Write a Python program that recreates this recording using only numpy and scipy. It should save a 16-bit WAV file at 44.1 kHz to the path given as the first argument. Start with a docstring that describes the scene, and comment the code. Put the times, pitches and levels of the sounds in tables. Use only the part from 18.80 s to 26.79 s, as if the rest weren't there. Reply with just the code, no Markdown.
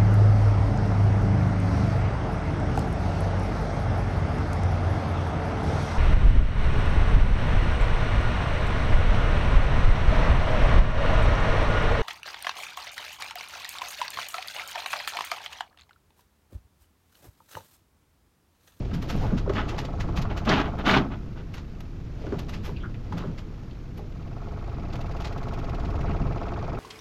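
"""A man gathers a wet cast net in a small aluminium dinghy: mesh rustles in bursts of tiny snaps, feet thud.
Its lead weights drop on the floor, densest near 2 s, as noise clattering through ringing hull plates.
The idling outboard (rings and noise bands once a turn) swells early, is muffled after 2.2 s, returns from 5.3 s.
He steps to the stern meanwhile; wet hands and soles squeak now and then as gliding narrow-band noise.
Coloured noise throughout: water laps and bubbles, air hisses, wind rumbles on the microphone."""
import sys
import numpy as np
from scipy import signal
from scipy.fft import rfft, irfft
from scipy.io import wavfile
from scipy.ndimage import uniform_filter1d

SR = 44100
rng = np.random.default_rng(int(sys.argv[2]) if len(sys.argv) > 2 else 0)


def generate_wav(sig):
    """Save sig (samples, or channels by samples) to the path in sys.argv[1] as 16-bit PCM at SR."""
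    pcm = np.round(np.clip(np.atleast_2d(sig).T, -1, 1) * 32767).astype(np.int16)
    wavfile.write(sys.argv[1], SR, pcm)


N = 352353
TIME = np.arange(N) / SR

# showers of lead weights landing: (time [s], level [dB], pouring time [s], low-pass corner [Hz])
SHOWERS = [(0.435, -36.5, 0.072, 900), (0.765, -27, 0.044, 3380), (.84, -38.5, 0.17, 1000),
           (1.511, -30.5, 0.0068, 1800), (1.68, -21, 0.0017, 1400), (1.698, -19.5, 0.044, 4500),
           (1.768, -23, 0.048, 3970), (1.857, -27.5, 0.015, 990), (1.997, -32, 0.011, 2980),
           (2.068, -19, 0.053, 7500), (2.14, -18, 0.01, 3500), (2.172, -17, 0.0048, 3400),
           (2.209, -29.5, 0.011, 694), (2.321, -35.5, 0.024, 1500), (2.574, -46.5, 0.035, 3970),
           (4.383, -39.5, 0.025, 3000)]
# spells of free exhaust: (opens [s], closes [s], swell time [s], exhaust level [dB], ticking level [dB])
OPEN_SPELLS = [(.12, 2.233, 1.7, -37, -61), (5.28, 8.0, 1.83, -36, -51.5)]

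TURNS_PER_S, FIRST_TURN_S = 18.985, 0.041
SHOWER_RISE_S, SHOWER_SETTLE_S = 0.009, 0.013


def from_db(db):
    """Decibels to gain."""
    return 10 ** (np.asarray(db) / 20)


def rms_one(x):
    """Scale to unit power."""
    return x / np.sqrt(np.mean(x ** 2) + 1e-20)


def in_time(rows):
    """One curve per column, joined by straight lines."""
    s, *columns = np.transpose(rows)
    return [np.interp(TIME, s, c) for c in columns]


def colour(x, points):
    """Causal (minimum-phase) filter with the given (Hz, dB) response."""
    size = 2 ** 19
    hz, db = np.transpose(points)
    bin_hz = np.arange(size // 2 + 1) * SR / size
    log_gain = np.log(from_db(np.interp(np.log(bin_hz + 1), np.log(hz), db)))
    # fold the cepstrum onto positive time
    cepstrum = irfft(log_gain)[:size // 2]
    response = np.exp(2 * rfft(cepstrum, size) - cepstrum[0])
    return irfft(rfft(x, size) * response)[:len(x)]


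def resonance(x, hz, width_hz):
    """Two-pole band-pass, gain 1 on top."""
    r = np.exp(-np.pi * width_hz / SR)
    zeros = np.array([1, 0, -1]) * (1 - r * r) / 2
    poles = [1, -2 * r * np.cos(2 * np.pi * hz / SR), r * r]
    return signal.lfilter(zeros, poles, x + 1e-18)


def evened(x, seconds):
    """Unit power over every stretch of this length."""
    power = uniform_filter1d(x ** 2, max(int(seconds * SR), 2))
    return x / np.sqrt(np.abs(power) + 1e-12)


def grains(per_s, spread_db):
    """Random clicks of uneven size, unit power."""
    sizes = from_db(spread_db * np.minimum(rng.exponential(1, N), 4)) * rng.choice([-1, 1], N)
    return rms_one(sizes * (rng.random(N) < per_s / SR))


def swell(s, rise, decay, hold=0):
    """Samples that an event covers, and its envelope: a quick build-up, perhaps a hold, then a free decay."""
    first = max(int((s - 3 * rise) * SR), 0)
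    last = min(int((s + hold + 8 * decay) * SR), N)
    span = slice(first, last)
    age = TIME[span] - s
    return span, np.exp(-.5 * (np.minimum(age, 0) / rise) ** 2 - np.maximum(age - hold, 0) / decay)


def same_power(body, x):
    """Pass x through a body that neither adds nor removes power from white noise."""
    return body(x) / np.linalg.norm(body(signal.unit_impulse(SR // 4)))


def boat_echo(x, t60_s=0.22, dull_hz=2500):
    """Sound lingers briefly and dully between the metal sides."""
    age = TIME[:SR // 2]
    dull_noise = signal.lfilter(*signal.butter(1, dull_hz, fs=SR), rng.standard_normal(len(age)))
    tail = dull_noise * from_db(-60 * age / t60_s)
    return signal.fftconvolve(x, tail / np.linalg.norm(tail))[:N] * np.sqrt(dull_hz / (SR / 2))


def plates(x, width_hz=20):
    """Each mode of the plates changes the level at its own pitch and rings on a little."""
    # plate modes: (frequency [Hz], lift [dB])
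    modes = [(636, 6.5), (829, 5.5), (926, 2.5), (958, -4), (1158, 1), (1270, 1.5), (1400, -0.5), (1500, 2),
             (1835, -2.5), (1971, 6.5), (2218, 3.5), (2349, 0), (2713, 0.5), (2950, 3), (3064, 3),
             (3700, 5)]
    for hz, db in modes:
        x = x + (from_db(db) - 1) * resonance(x, hz, width_hz)
    return x


def hull(x):
    """A hard contact on the floor clatters and leaves the plates ringing."""
    # clatter of lead on the floor: (frequency [Hz], relative density [dB per Hz])
    clatter = [(60, 3.5), (170, 3), (290, 10), (420, 2.5), (520, -4.5), (720, 0.5), (950, 0.5), (1400, 0.5),
               (2000, -6.5), (3200, -6), (4200, -13), (5500, -20), (7000, -24.5), (10000, -35),
               (16000, -24)]
    return plates(colour(x, clatter))


def openness(opens, closes, swell_s, choking_s=0.059):
    """How freely the exhaust sounds in one spell, 0-1: swells slowly, is choked quickly."""
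    opening = 1 - np.exp(-np.maximum(TIME - opens, 0) / swell_s)
    return opening * np.exp(-np.maximum(TIME - closes, 0) / choking_s)


def air(level_db=-53):
    """Steady hiss of open water and breeze."""
    # air spectrum: (frequency [Hz], relative density [dB per Hz])
    air_colour = [(200, 13), (500, -5), (1300, 2.5), (2000, -5.5), (5500, -12), (9000, -21), (16000, -20)]
    return from_db(level_db) * rms_one(colour(rng.standard_normal(N), air_colour))


def wind(gain_db=2.5):
    """Eddies at the microphone port: evened low-pitched noise on a level curve."""
    # wind strength: (time [s], level ahead of gain [dB])
    strength = [(0.0, -29.5), (0.29, -34), (0.35, -25), (.56, -27), (.8, -30.5), (1.09, -34), (1.2, -28.5),
                (1.45, -28), (1.6, -31), (2.89, -38), (3.89, -33), (4.94, -38.5), (6.27, -31.5), (6.5, -33),
                (7.27, -27.5), (7.48, -26), (7.6, -33), (7.99, -32)]
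    # wind spectrum: (frequency [Hz], relative density [dB per Hz])
    wind_colour = [(12, -8.5), (24, 0), (40, -1), (65, -4.5), (110, -5), (170, -11), (240, -17), (330, -20),
                   (480, -29), (1000, -77.5)]
    level_db, = in_time(strength)
    return from_db(level_db + gain_db) * evened(colour(rng.standard_normal(N), wind_colour), 0.0453)


def stirring(calm_db=-54.5, churn_db=-47.5, slosh_rise_s=0.097, slosh_decay_s=0.14):
    """How hard the water moves: calm lapping, churn of the open exhaust, and each slosh."""
    # sloshes as the boat rocks or the wet net swings: (time [s], level [dB])
    sloshes = [(.02, -42), (.37, -38), (.98, -41.5), (3.5, -44), (3.85, -57), (4.42, -46)]
    level = np.full(N, from_db(calm_db))
    for opens, closes, swell_s, *_ in OPEN_SPELLS:
        level += from_db(churn_db) * openness(opens, closes, swell_s)
    for s, db in sloshes:
        span, shape = swell(s, slosh_rise_s, slosh_decay_s)
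        level[span] += from_db(db) * shape
    return level


def wash(fizz=0.66, lap_db=1.7, bubbles_db=-15):
    """Hiss of ripples that swells with each small lap, and tiny bubbles bursting in it."""
    # water spectrum: (frequency [Hz], relative density [dB per Hz])
    wash_colour = [(100, 1), (300, 12.5), (550, 7), (1300, -8), (1700, -11), (3000, -12), (5500, -20),
                   (9000, -28.5), (16000, -44)]
    ripples = rng.standard_normal(N) + fizz * grains(per_s=900, spread_db=8.0)
    water = rms_one(colour(ripples, wash_colour))
    laps = np.interp(TIME, np.linspace(0, TIME[-1], 110), rng.standard_normal(110))
    bubbles = 0
    for hz in np.geomspace(700, 6500, 14):
        # width sets the ring to some twenty cycles
        bubbles = bubbles + resonance(grains(per_s=8, spread_db=2.0), hz, hz / 20)
    bubbles = rms_one(colour(bubbles, wash_colour))
    return stirring() * from_db(lap_db * laps) * (water + from_db(bubbles_db) * bubbles)


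def chugs(turns, rise_turns=0.021, decay_turns=0.07, jitter_s=0.0009, uneven_db=1.3):
    """Every firing rings the same resonances in the same order; only its moment and strength vary."""
    # exhaust and leg resonances: (start [turns], hold [turns], frequency [Hz], relative level [dB])
    rings = [(-.22, 0.34, 690, -0.5), (-.25, 0.29, 600, -6.5), (-.08, 0.23, 513, -4), (-.15, 0.31, 346, -5),
             (.2, 0.6, 430, -5.5), (-.24, 0.18, 1290, -3), (-.3, 0.26, 1100, -6), (-.24, .2, 850, -5),
             (-.3, 0.36, 950, -11.5), (-.47, 0.11, 1345, -7.5), (-.47, 0.13, 1195, -15),
             (-.24, 0.12, 1390, -14), (.12, 0.27, 800, -8), (.3, 0.18, 700, -11), (-.24, 0.13, 1300, -20),
             (0.12, 0.2, 1440, -16)]
    stroke, since_s = 0, TIME[:SR // 6]
    for k, (start, hold, hz, db) in enumerate(rings):
        # one turn of delay makes room for negative starts
        age = np.maximum(since_s * TURNS_PER_S - 1 - start, 0)
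        gate = (1 - np.exp(-age / rise_turns)) * np.exp(-np.maximum(age - hold, 0) / decay_turns)
        stroke = stroke + (-1) ** k * from_db(db) * gate * np.sin(2 * np.pi * hz * age / TURNS_PER_S)
    due = np.flatnonzero(np.diff(np.floor(turns)) > 0)
    late, strong = rng.standard_normal((len(due), 2)).T
    moments = np.clip(due + (jitter_s * SR * late).astype(int), 0, N - 1)
    firings = np.zeros(N)
    firings[moments] = from_db(uneven_db * strong)
    return rms_one(signal.fftconvolve(firings, stroke)[:N])


def strokes(table, turns, rise_turns=0.0094, decay_turns=0.085, uneven_db=1.24, even_s=0.0097):
    """Every turn fires the same sharply bounded bands of noise: they open, hold and die."""
    out, number = 0, np.floor(turns).astype(int)
    for start, hold, low_hz, high_hz, db in table:
        band = signal.butter(3, [low_hz, high_hz + 1], "band", fs=SR, output="sos")
        rush = evened(signal.sosfilt(band, rng.standard_normal(N)), even_s)
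        age, gate = (turns - start) % 1, 0
        # this turn, and what is left of the one before
        for a in (age, age + 1):
            gate = gate + (1 - np.exp(-a / rise_turns)) * np.exp(-np.maximum(a - hold, 0) / decay_turns)
        strength = from_db(uneven_db * rng.standard_normal(256))[number % 256]
        out = out + from_db(db) * strength * gate * rush
    return rms_one(out)


def outboard(muffled_exhaust_db=-61, muffled_ticking_db=-66, puff_db=-6, echo_db=-16):
    """An idling engine: one exhaust chuff and one round of ticking per turn, blurred by the boat."""
    # slight hunting of the idle: (time [s], lag [turns])
    idle_lag = [(1.09, .03), (1.35, -.15), (1.6, .14), (5.5, .1), (6.26, -.07), (6.8, .08), (7.33, -.09),
                (7.8, .02)]
    # rush of gas in a turn: (start [turns], hold [turns], lowest [Hz], highest [Hz], relative level [dB])
    puffs = [(-.48, 0.11, 815, 1440, 1.5), (-.25, 0.2, 547, 1410, 1), (.05, 0.29, 330, 1160, 1)]
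    # ticking of the mechanism: (start [turns], hold [turns], lowest [Hz], highest [Hz], relative level [dB])
    ticks = [(.06, 0.17, 2520, 2700, 1.2), (0.067, 0.31, 1860, 2500, 1.7), (-.48, 0.22, 2090, 2530, -0.38),
             (.04, 0.2, 2500, 5100, 0.5), (-.27, 0.11, 2600, 6600, -1.5), (-.3, 0.47, 1450, 2190, 0.28)]
    turns = (TIME - FIRST_TURN_S) * TURNS_PER_S - in_time(idle_lag)[0]
    exhaust, ticking = from_db(muffled_exhaust_db), from_db(muffled_ticking_db)
    for opens, closes, swell_s, exhaust_db, ticking_db in OPEN_SPELLS:
        free = openness(opens, closes, swell_s)
        exhaust = exhaust + from_db(exhaust_db) * free
        ticking = ticking + from_db(ticking_db) * free
    chuffs = chugs(turns) + from_db(puff_db) * strokes(puffs, turns)
    engine = exhaust * chuffs + ticking * strokes(ticks, turns)
    return engine + from_db(echo_db) * boat_echo(engine)


def squeaks(rise_s=0.0013, release_s=0.012):
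    """Wet surfaces stick and slip: a rough, wavering note that holds its pitch or glides."""
    # wet hands, soles, rope: (time [s], level [dB], hold [s], starting pitch [Hz], glide [Hz/s], width [Hz])
    slips = [(0.413, -40, 0.04, 793, 2802, 159), (.89, -46, 0.0088, 2660, -2, 198),
             (3.965, -47.5, 0.0095, 2600, -6000, 400), (3.967, -55, 0.0073, 4000, 0, 1300),
             (4.002, -55.5, 0.028, 3200, -3500, 600), (4.037, -40.5, 0.017, 1393, -900, 400),
             (7.262, -49.5, 0.06, 2195, -2, 1100)]
    out, white = np.zeros(N), rng.standard_normal((2, N))
    for s, db, hold, hz, glide, width_hz in slips:
        span, shape = swell(s, rise_s, release_s, hold)
        low_pass = signal.butter(2, width_hz / 2, fs=SR, output="sos")
        a, b = signal.sosfilt(low_pass, white[:, span])
        pitch_hz = hz + glide * np.clip(TIME[span] - s, 0, hold)
        phase = 2 * np.pi * np.cumsum(pitch_hz) / SR
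        out[span] += from_db(db) * shape * evened(a * np.cos(phase) + b * np.sin(phase), 0.02)
    return out


def spits(from_turn=116, to_turn=137, place_turns=0.17, level_db=-46.5, uneven_db=2.5):
    """For a while the exhaust spits spray once a turn, at random levels; returns rustle rows."""
    length_s, sizzle_db = 0.01, -9
    times = FIRST_TURN_S + (np.arange(from_turn, to_turn) + place_turns) / TURNS_PER_S
    return [(s, level_db + uneven_db * rng.uniform(-1.1, 1), length_s, sizzle_db) for s in times]


def rustles(sizzle_hz=11000, rise_share=0.47, dragged_db=-33.5, dragged_sizzle_db=-0.5):
    """Strands slip over each other in short bursts of tiny snaps; the taut ones sizzle on top."""
    # flicks of wet mesh and spray: (time [s], level [dB], length [s], sizzle re level [dB])
    flicks = [(0.146, -39, 0.017, -6), (0.228, -40.5, 0.014, -4), (0.303, -33.5, 0.02, -6),
              (0.364, -51, 0.0092, 4), (0.43, -45.5, 0.062, -8), (0.584, -38, 0.015, -19),
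              (0.699, -38.5, 0.0073, -26), (0.743, -42.5, 0.022, -13), (0.895, -36, 0.017, -20),
              (0.991, -32.5, 0.015, -13), (1.053, -38, 0.0095, -20), (1.209, -35.5, 0.014, -14),
              (1.376, -33.5, 0.019, -11), (1.423, -36.5, 0.01, -10), (1.578, -35.5, 0.014, -12),
              (1.657, -39, 0.011, -14), (1.989, -50, 0.0044, 7), (2.09, -40, 0.034, -4),
              (2.746, -42.5, 0.013, -4), (2.782, -45, 0.019, -23), (3.008, -45.5, 0.0063, 1),
              (3.595, -38, 0.012, -7), (3.695, -40.5, 0.014, -6), (3.744, -41, 0.02, -10),
              (3.861, -41.5, 0.031, -3), (4.329, -45, 0.01, -11), (4.382, -40, 0.0094, -7),
              (4.587, -43.5, 0.015, -13), (5.181, -49, 0.012, 1), (6.135, -42.5, 0.011, -12),
              (6.408, -41.5, 0.0087, -9), (6.453, -34.5, 0.013, -30)]
    # mesh spectrum: (frequency [Hz], relative density [dB per Hz])
    mesh_colour = [(200, -14), (800, 11.5), (1500, 9), (2800, 7), (4500, 2), (6500, -3), (10000, -14.5),
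                   (16000, -31)]
    # every shower drags hissing mesh down with it
    dragged = [(s + pour / 2, db + dragged_db, SHOWER_SETTLE_S + pour / 2, dragged_sizzle_db)
               for s, db, pour, _ in SHOWERS]
    effort, sizzle = np.zeros(N), np.zeros(N)
    for s, db, length, sizzle_db in flicks + dragged + spits():
        span, shape = swell(s, rise_share * length, length)
        effort[span] += from_db(db) * shape
        sizzle[span] += from_db(db + sizzle_db) * shape
    snaps = effort * evened(grains(per_s=3800, spread_db=2.0), 0.015)
    slips = same_power(lambda x: colour(x, mesh_colour), snaps)
    high_pass = signal.butter(2, sizzle_hz, "high", fs=SR, output="sos")
    return slips + signal.sosfilt(high_pass, sizzle * evened(grains(per_s=4100, spread_db=6.5), 0.027))


def thuds(damping=0.91, tone=0.76, noise_share=0.97, scuff_db=-21, decay_contacts=2.67):
    """Soft blows shake a patch of hull, hollow on its main pitch; a little scuffing reaches the plates."""
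    # feet and water on the hull: (time [s], level [dB], contact time [s], main pitch [Hz])
    blows = [(.146, -25, 0.023, 171), (0.353, -22.5, 0.016, 128), (.445, -32, 0.01, 423),
             (.527, -26.5, 0.0054, 400), (.534, -18, 0.0067, 188), (0.555, -28, 0.0025, 106),
             (0.678, -16.5, 0.0027, 308), (.701, -18.5, 0.0036, 390), (1.39, -20, 0.0066, 168),
             (2.6, -43, 0.02, 320), (3.446, -36.5, 0.0072, 442), (3.476, -29, 0.0091, 288),
             (3.528, -20.5, 0.0047, 320), (3.559, -24, 0.0085, 187), (3.891, -34.5, 0.012, 352),
             (4.33, -35.5, 0.005, 230), (4.35, -28.5, 0.029, 159), (4.448, -33.5, 0.0067, 403),
             (4.481, -28.5, 0.017, 158), (4.495, -41, 0.0033, 430), (5.2, -40.5, 0.019, 376),
             (6.151, -36.5, 0.0048, 270), (7.291, -26.5, 0.015, 168), (7.416, -24.5, 0.0067, 177)]
    # every shower also booms the floor, a moment later
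    boom_db, boom_hz, lag_s, contact_s = -9, 197.7, 0.0052, 0.027
    landings = [(s + lag_s, db + boom_db, contact_s, boom_hz) for s, db, *_ in SHOWERS]
    boom, scuff, white = np.zeros(N), np.zeros(N), rng.standard_normal(N)
    for s, db, contact, hz in blows + landings:
        # softer blows die away more slowly
        span, shape = swell(s, contact, decay_contacts * contact)
        panel = resonance(resonance(white[span], hz, damping * hz), hz, 2 * damping * hz)
        panel = evened(panel, 0.0082)
        # shaped twice: the main mode is clearest just at the blow
        hollow = tone * np.sin(2 * np.pi * hz * (TIME[span] - s)) * shape
        # a soft contact leaves little above that mode
        soft = signal.butter(4, 1.4 * hz, fs=SR, output="sos")
        boom[span] += from_db(db) * signal.sosfilt(soft, shape * (noise_share * panel + hollow))
        scuff[span] += from_db(db + scuff_db) * shape * white[span]
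    return boom + same_power(hull, resonance(resonance(scuff, 1000, 1000), 920, 2000))


def knocks(rise_s=0.00057, decay_s=0.0078, width_share=0.44):
    """Single hard knocks: each a sudden crack that dies quickly in the plates."""
    # lead and gear on the plates, and a few hard engine strokes:
    # (time [s], level ahead of plates [dB], centre [Hz])
    hits = [(0.116, -41, 1500), (.294, -40, 1400), (0.458, -35, 890), (0.662, -37.5, 695),
            (0.697, -30.5, 1100), (0.769, -31, 1710), (.783, -30, 1170), (0.813, -37, 1490),
            (.99, -38, 900), (1.206, -36, 2020), (1.288, -36.5, 1080), (1.454, -32.5, 1170),
            (1.693, -25.5, 4300), (1.715, -20, 1810), (1.739, -25, 2410), (1.789, -27, 1200),
            (2.063, -30, 2700), (2.095, -15.5, 1890), (2.112, -27.5, 3660), (2.141, -20, 2200),
            (2.171, -32, 4000), (2.561, -49, 895), (2.741, -43, 2400), (3.466, -45, 1400),
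            (3.524, -38, 1300), (3.543, -36.5, 825), (3.735, -43, 1910), (3.847, -48, 3000),
            (3.893, -39, 900), (4.144, -45.5, 2200), (4.324, -32, 930), (4.424, -40, 1200),
            (4.439, -40, 1000), (4.911, -52, 3400), (5.194, -41, 810)]
    out, white = np.zeros(N), rng.standard_normal(N)
    for s, db, hz in hits:
        span, shape = swell(s, rise_s, decay_s)
        width_hz = width_share * hz
        crack = resonance(resonance(white[span], hz, width_hz), hz, width_hz)
        out[span] += from_db(db) * shape * evened(crack, 0.0037)
    return plates(out)


def weights(clump_decay_s=0.0031, clump_db=2.0, loose_share=0.2):
    """Each shower is a rattle of leads landing in clumps, loose ones between; those on mesh sound duller."""
    keep = np.exp(-1 / (clump_decay_s * SR))
    clumps = signal.lfilter([1 - keep], [1, -keep], grains(per_s=560, spread_db=clump_db) ** 2)
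    leads = evened(np.sqrt(clumps + loose_share) * rng.standard_normal(N), 0.025)
    force = np.zeros(N)
    for s, db, pour, bright_hz in SHOWERS:
        span, shape = swell(s, SHOWER_RISE_S, SHOWER_SETTLE_S, pour)
        low_pass = signal.butter(1, bright_hz, fs=SR)
        force[span] += from_db(db) * signal.lfilter(*low_pass, leads[span] * shape)
    return same_power(hull, force)


def scene(floor_echo_db=-8):
    """Everything aboard, with the water and wind round it."""
    aboard = squeaks() + rustles() + thuds() + knocks() + weights()
    echo = from_db(floor_echo_db) * boat_echo(aboard)
    return (air() + wind() + wash() + outboard() + aboard + echo)[None]


def record(dry, cutoff_hz=15400):
    """The loudest peaks are rounded, the microphone's membrane colours the treble; the top is cut."""
    # waterproof microphone: (frequency [Hz], response [dB])
    microphone = [(5500, -0.5), (7100, -2), (7700, -7.5), (8800, -10.5), (9700, -6.5), (11200, -11.5),
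                  (12300, 0.5), (13300, -19), (15500, -13)]
    rounded = .55 * np.tanh(dry[0] / .55)
    top_cut = signal.ellip(10, .3, 80, cutoff_hz, fs=SR, output="sos")
    return signal.sosfilt(top_cut, colour(rounded, microphone))[None]


dry = scene()
out = record(dry)
generate_wav(out)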